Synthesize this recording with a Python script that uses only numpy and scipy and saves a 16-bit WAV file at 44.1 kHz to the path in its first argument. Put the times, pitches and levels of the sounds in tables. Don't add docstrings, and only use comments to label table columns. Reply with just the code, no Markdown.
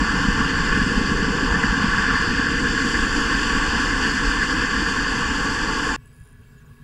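import sys
import numpy as np
from scipy import signal
from scipy.fft import rfft, irfft, next_fast_len
from scipy.io import wavfile
from scipy.ndimage import uniform_filter1d, map_coordinates

SR = 44100
rng = np.random.default_rng(int(sys.argv[2]) if len(sys.argv) > 2 else 0)


def waveform_to_disk(signal):
    frames = np.transpose(np.atleast_2d(signal))
    scaled = np.clip(frames, -1, 1) * 32767
    samples = np.round(scaled).astype(np.int16)
    wavfile.write(sys.argv[1], SR, samples)


N = 301541


def amp(db):
    return 10 ** (np.asarray(db) / 20)


def unit(x):
    return x / np.sqrt(np.mean(x ** 2) + 1e-20)


def curve(rows):
    s, values = np.transpose(rows)
    return np.interp(np.arange(N) / SR, s, values)


def bumps(rows):
    t = np.arange(N) / SR
    return sum(height * np.exp(-((t - s) / width) ** 2) for s, height, width in rows)


def wobble(rate):
    knots = rng.standard_normal(int(N * rate / SR) + 4)
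    return map_coordinates(knots, [np.arange(N) * rate / SR])


def filtered(x, response):
    m = next_fast_len(N + SR // 2)
    spectrum = rfft(x, m) * response(np.fft.rfftfreq(m, 1 / SR))
    return irfft(spectrum, m)[..., :N]


def housed(x, tilt, housing):
    def response(f):
        hz, db = np.transpose(tilt)
        gain = amp(np.interp(np.log(f + 1), np.log(hz + 1), db)) + 0j
        for c, w, peak_db in housing:
            g = amp(peak_db / 2)
            zero = c * c - f * f + 1j * f * w * g
            pole = c * c - f * f + 1j * f * w / g
            gain = gain * zero / pole
        return gain
    return filtered(x, response)


def bands(x, edges_hz):
    lows = [filtered(x, lambda f: 1 / (1 + (f / edge) ** 12)) for edge in edges_hz]
    return [unit(high - low) for low, high in zip([0] + lows, lows + [x])]


def steady(x, span_s):
    span = int(span_s * SR)
    power = uniform_filter1d(uniform_filter1d(x ** 2, span), span)
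    return x / np.sqrt(abs(power) + 1e-9)


def breathy(hz, width_hz):
    return unit(filtered(rng.standard_normal(N), lambda f: 1 / (1 + ((f - hz) / width_hz) ** 2)))


def turbulence(patchy_db):
    z = signal.stft(rng.standard_normal(N), nperseg=512)[2]
    patches = uniform_filter1d(uniform_filter1d(rng.standard_normal(z.shape), 8, 0), 10, 1)
    return signal.istft(z * amp(patchy_db * unit(patches)), nperseg=512)[1][:N]


def buzz(bursts, colour):
    tick_hz = 164.4
    swell_db, swell_s = -2, .03
    tick_steps = [0, -10, -2]
    ticks = np.zeros(N)
    for s, length, db in bursts:
        k = np.arange(int(length * tick_hz) + 1)
        size_db, lead_db, lead_s = rng.standard_normal((len(k), 3)).T
        at = np.round((s + k / tick_hz) * SR).astype(int)
        onset_db = swell_db * np.exp(-k / tick_hz / swell_s)
        size = amp(db + np.take(tick_steps, k % 3) + 1.2 * size_db + onset_db)
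        lead = np.round((.0016 + .0002 * lead_s) * SR).astype(int)
        ticks[at] = size
        ticks[at - lead] = size * amp(-6 + 3 * lead_db)

    def ring(f):
        return sum(amp(db) * (1j * f * w / (c * c - f * f + 1j * f * w)) ** 3 for c, w, db in colour)

    one_tick = filtered(signal.unit_impulse(N), ring)
    return filtered(ticks, ring) / abs(one_tick).max()


def field():
    wind_db, rush_db, gust_s = -49, -56.5, 0.021
    # f/Hz, relative level/dB
    field_tilt = [(8, -14), (20, -10), (34, -2.5), (80, -7), (150, -2), (600, -33.5), (2000, -46.5),
                  (5500, -46), (8500, -42), (10600, -42), (12000, -44), (15000, -45), (15700, -39.5)]
    # f/Hz, width/Hz, level/dB
    field_housing = [(118, 115, 1.5), (184, 45, -13), (243, 30, 12), (316, 76, -10), (420, 72, 15),
                     (1000, 300, 12), (1117, 38, 14), (1470, 370, 13.5), (1680, 140, 24), (1970, 80, 11),
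                     (2260, 149, 12), (2680, 470, 18), (3200, 110, 10), (3797, 636, 6), (4878, 640, 8)]
    # t/s, level over the wind between gusts/dB
    gusts = [(5.985, 7), (6.045, 4), (6.216, 10), (6.258, -2), (6.325, 3), (6.41, 4), (6.53, 3), (6.63, 4),
             (6.678, -2), (6.71, 6.5), (6.83, 5)]
    thump_db = wind_db + bumps([(s, db, gust_s) for s, db in gusts])
    thump, rush, hiss = bands(housed(turbulence(patchy_db=1.5), field_tilt, field_housing), [200, 3000])
    hum = amp(-62.5) * steady(breathy(hz=242, width_hz=1.5), span_s=0.17)
    hum += amp(-71) * steady(breathy(hz=415, width_hz=3), span_s=0.13)
    hum += amp(-83) * breathy(hz=670, width_hz=3)
    wind = amp(thump_db) * steady(thump, span_s=0.11)
    hiss_db = -65.5 + 0.7 * wobble(12)
    return wind + amp(rush_db) * rush + amp(hiss_db) * hiss + hum


def bird():
    # t/s, length/s, start f/Hz, end f/Hz, mid-note sag/Hz (negative rises), rms level at crest/dB
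    notes = [(5.987, .15, 7770, 7900, 0, -73), (6.445, .115, 7560, 7750, 200, -74),
             (6.566, .036, 7600, 7300, 600, -67), (6.598, .034, 7100, 7100, 1000, -73),
             (6.62, .018, 7140, 7140, 0, -75), (6.653, .022, 6940, 7040, 250, -70),
             (6.65, .022, 6900, 7000, -300, -73), (6.408, .012, 10500, 10900, 0, -69),
             (6.47, .014, 10300, 10100, 0, -75), (6.606, .012, 9800, 10100, 0, -77),
             (6.672, .014, 10300, 11000, 0, -78), (6.708, .014, 10300, 10800, 0, -76),
             (6.738, .012, 10600, 10000, 0, -76), (6.757, .03, 10550, 10600, 0, -79),
             (6.81, .012, 10500, 10700, 0, -78)]
    note_swell = .6
    t, song = np.arange(N) / SR, np.zeros(N)
    for s, length, start_hz, end_hz, sag_hz, db in notes:
        u = np.clip((t - s) / length, 0, 1)
        arch = abs(np.sin(np.pi * u))
        hz = start_hz + (end_hz - start_hz) * u - sag_hz * arch
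        level = np.sqrt(2) * amp(db + 1.5 * wobble(120))
        song += arch ** note_swell * level * np.sin(2 * np.pi * np.cumsum(hz) / SR)
    echoes = rng.standard_normal(SR // 5) * amp(-60 * t[:SR // 5] / .12)
    return song + amp(-14) * signal.fftconvolve(song, echoes / np.linalg.norm(echoes))[:N]


def pulses(rows):
    cycles_at_200_hz, cycles_grow = 1.19, 0.3
    out = np.zeros(N + SR)
    t = np.arange(-SR // 8, SR // 8) / SR
    for (s, db, hz), turn in zip(rows, rng.random(len(rows))):
        width = cycles_at_200_hz * (hz / 200) ** cycles_grow / hz
        packet = np.exp(-(t / width) ** 2) * np.sin(2 * np.pi * (hz * t + turn))
        out[round(s * SR):][:len(t)] += amp(db) * packet
    return out[len(t) // 2:][:N]


def jet_levels():
    # t/s, level/dB
    rumble = [(0, -30), (.5, -26), (1.2, -28), (2.0, -30), (2.8, -30), (3.1, -28.5), (3.7, -26.5),
              (4.3, -30.5), (4.7, -30.5), (5.3, -30.5), (5.95, -32.5)]
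    # t/s, level/dB
    thud = [(0, -31), (.7, -29.5), (1.3, -31), (2.0, -30.5), (2.6, -34), (3.5, -36.5), (4.5, -35),
            (5.3, -35.5), (5.95, -37)]
    # t/s, level/dB
    bass = [(0, -31.5), (1.2, -32), (1.8, -32), (2.1, -33.5), (2.6, -28.5), (3.3, -30), (4.3, -30.5),
            (5.0, -32.5), (5.95, -33)]
    # t/s, level/dB
    hollow = [(0, -38.5), (.5, -36), (1.4, -31.5), (1.8, -38.5), (2.6, -35), (3.4, -36.5), (4.3, -37.5),
              (5.2, -37.5), (5.95, -35.5)]
    # t/s, level/dB
    growl = [(0, -30.5), (.4, -29.5), (.9, -33), (1.3, -32.5), (1.6, -29), (2.15, -30), (2.5, -35.5),
             (3.0, -32), (3.7, -29.5), (4.1, -32.5), (5.95, -31)]
    # t/s, level/dB
    roar_level = [(0, -26), (.7, -26), (1.15, -27.5), (1.6, -25.5), (2.1, -24), (2.5, -25), (4.7, -25.5),
                  (5.95, -28.5)]
    # t/s, rise/dB, half width/s
    flares = [(.75, 4, 0.058), (1.635, 10, 0.0082), (2.0, 2.5, 0.03), (2.11, 3.5, 0.055), (4.07, 2, 0.025),
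              (4.43, 5, 0.013), (4.61, 0.5, 0.022), (4.77, 3.5, 0.022)]
    # t/s, level/dB
    jet_hiss = [(0, -33), (.3, -32), (1.2, -33.5), (2.2, -32), (2.7, -32.5), (3.3, -30.5), (4.6, -32),
                (4.75, -32), (5.95, -33.5)]
    # t/s, level/dB
    fizz = [(0, -41.5), (1.2, -42), (2.55, -42), (2.9, -38.5), (4.0, -39), (4.3, -40), (5.95, -40)]
    return [curve(rumble), curve(thud), curve(bass), curve(hollow), curve(growl),
            curve(roar_level) + bumps(flares), curve(jet_hiss), curve(fizz)]


def exhaust():
    split_hz = [100, 215, 345, 600, 1240, 2200, 5500]
    # f/Hz, relative level/dB
    sub_tilt = [(5, -16), (11, -3), (16, -2.5), (26, 1.5)]
    # f/Hz, relative level/dB
    jet_tilt = [(40, 5.5), (60, 5.5), (200, -1.5)]
    # f/Hz, relative level/dB
    high_tilt = [(1000, -23), (3000, -29), (7500, -38.6), (9000, -41.4), (11600, -46.6), (11900, -54.4),
                 (15000, -59), (15700, -67)]
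    # f/Hz, width/Hz, level/dB
    pad_housing = [(104, 136, -13.5), (278, 35, 5.5), (371, 47, -7.5), (472, 68, 9), (599, 210, -23),
                   (864, 150, 3)]
    # f/Hz, width/Hz, level/dB
    high_housing = [(1127, 238, 12.6), (1241, 109, -13.5), (1680, 1482, 30.0), (1797, 134, 5.0),
                    (1891, 146, -14.4), (2035, 92, 3.4), (2222, 147, -16.7), (2900, 486, 6.6),
                    (3520, 156, 3.5), (3740, 192, -8.7), (3975, 178, -14.2), (4099, 116, -11.9),
                    (4823, 1010, 25.0), (4940, 213, -21.3), (5109, 190, 4.0), (5505, 89, -11.8),
                    (5873, 170, 2.8), (6160, 76, -2.1), (7266, 163, 4.8), (7374, 2181, 11.3),
                    (8275, 44, -2.6), (8693, 49, -3.6), (8969, 191, -6.8), (9350, 112, -2.6),
                    (9812, 199, 5.6), (10378, 180, -5.4), (10644, 56, -2.8)]
    # t/s, level/dB
    hoot = [(4.3, -62), (4.9, -46), (5.3, -44), (5.95, -36)]
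    jet = turbulence(patchy_db=1.0)
    coloured = housed(jet, sub_tilt + jet_tilt + high_tilt, pad_housing + high_housing)
    parts = bands(coloured, split_hz)
    flutter = 0.45 * wobble(45)
    swells_db = [0.33 * wobble(14),
                 1.3 * wobble(12),
                 0.5 * wobble(15) + 0.29 * flutter,
                 0.33 * wobble(11) + 0.3 * flutter,
                 0.53 * flutter + 0.14 * wobble(11),
                 0.34 * flutter,
                 1.1 * flutter + 0.4 * wobble(15),
                 1.1 * flutter + 0.4 * wobble(10)]
    roar = sum(amp(db + swell) * steady(part, span_s=0.19)
               for db, swell, part in zip(jet_levels(), swells_db, parts))
    return roar + amp(curve(hoot)) * breathy(hz=889.4, width_hz=10.4)


def scene():
    cut_s = 5.9625
    buzz_start_s, buzz_every_s, buzz_s = .328, 1.0, .25
    buzz_db, buzz_grows_db = -63, .6
    # t/s, envelope peak level/dB, f/Hz
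    thuds = [(0.011, -19, 40), (0.018, -15.5, 238), (0.104, -20, 48), (0.146, -17, 209), (0.254, -13, 233),
             (0.287, -17.5, 41), (0.288, -11, 203), (0.407, -13.5, 246), (0.408, -29, 32),
             (0.518, -17, 234), (0.65, -20, 230), (0.7, -22, 25), (0.73, -19, 180), (0.821, -15.5, 205),
             (0.866, -18, 250), (0.922, -18, 232), (0.977, -23, 34), (0.98, -13, 233), (1.017, -12.5, 230),
             (1.07, -31, 190), (1.12, -15.5, 197), (1.161, -18, 40), (1.161, -22, 224), (1.227, -16.5, 210),
             (1.18, -21, 40), (1.284, -14, 250), (1.308, -15, 200), (1.355, -27, 226), (1.433, -16, 231),
             (1.519, -16, 53), (1.564, -15, 201), (1.644, -14, 223), (1.701, -19, 37), (1.729, -14, 220),
             (1.78, -25, 231), (1.82, -18.5, 234), (1.845, -13, 220), (1.938, -23.2, 31), (2.143, -21, 39),
             (2.158, -20, 256), (2.295, -29, 38), (2.347, -18, 237), (2.397, -13.5, 245), (2.576, -30, 31),
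             (2.712, -30, 36), (2.849, -18, 263), (3.031, -20, 26), (3.181, -17, 253), (3.183, -20, 34),
             (3.769, -26, 46), (3.769, -26, 243), (4.284, -16, 43), (4.398, -20, 46), (4.756, -29, 38),
             (4.826, -17.5, 290), (5.058, -34, 45), (5.195, -23.3, 241), (5.312, -25, 43),
             (5.318, -21, 262), (5.452, -25, 230), (5.624, -22, 39), (5.665, -28, 228), (5.835, -24, 227),
             (5.869, -34, 259), (5.898, -28, 35), (5.932, -44, 264)]
    # t/s, envelope peak level/dB, f/Hz
    surges = [(0.007, -30, 1415), (0.069, -20, 1600), (0.094, -15, 1540), (0.123, -19, 1518),
              (0.202, -22, 1440), (0.24, -20, 1500), (0.394, -22, 1398), (0.729, -15, 1651),
              (0.765, -17, 1550), (1.162, -16.5, 1500), (1.638, -11, 1575), (1.947, -12, 1440),
              (1.984, -12, 1578), (2.104, -11, 1460), (2.402, -14, 1596), (2.47, -9, 1630),
              (2.778, -11, 1620), (4.051, -16, 1600), (4.315, -15, 1515), (4.422, -20, 1550),
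              (4.528, -15, 1430), (4.612, -16, 1550), (4.76, -31, 1640), (5.428, -20, 1516),
              (5.607, -22, 1396), (5.705, -17, 1460), (5.832, -21, 1540), (5.87, -19.1, 1567),
              (5.931, -29, 1560)]
    # f/Hz, width of each of three stages/Hz, level/dB
    pad_tick = [(14600, 1600, 0)]
    # f/Hz, width of each of three stages/Hz, level/dB
    field_tick = [(7130, 1100, -4), (9190, 700, 3), (9900, 900, 2), (10800, 1000, 1)]
    # t/s, length/s, nominal tick peak level/dB
    field_buzz = [(6.0585, .022, -49), (6.1283, .202, -51.5)]
    after = np.clip((np.arange(N) / SR - cut_s) / .001, 0, 1)
    bursts = [(buzz_start_s + k * buzz_every_s, buzz_s, buzz_db + k * buzz_grows_db)
              for k in range(int(cut_s) + 1)]
    pad = exhaust() + pulses(thuds + surges) + buzz(bursts, pad_tick)
    quiet = field() + bird() + buzz(field_buzz, field_tick)
    return np.tile((1 - after) * pad + after * quiet, (2, 1))


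def record(dry):
    return filtered(dry, lambda hz: hz < 15750)


dry = scene()
out = record(dry)
waveform_to_disk(out)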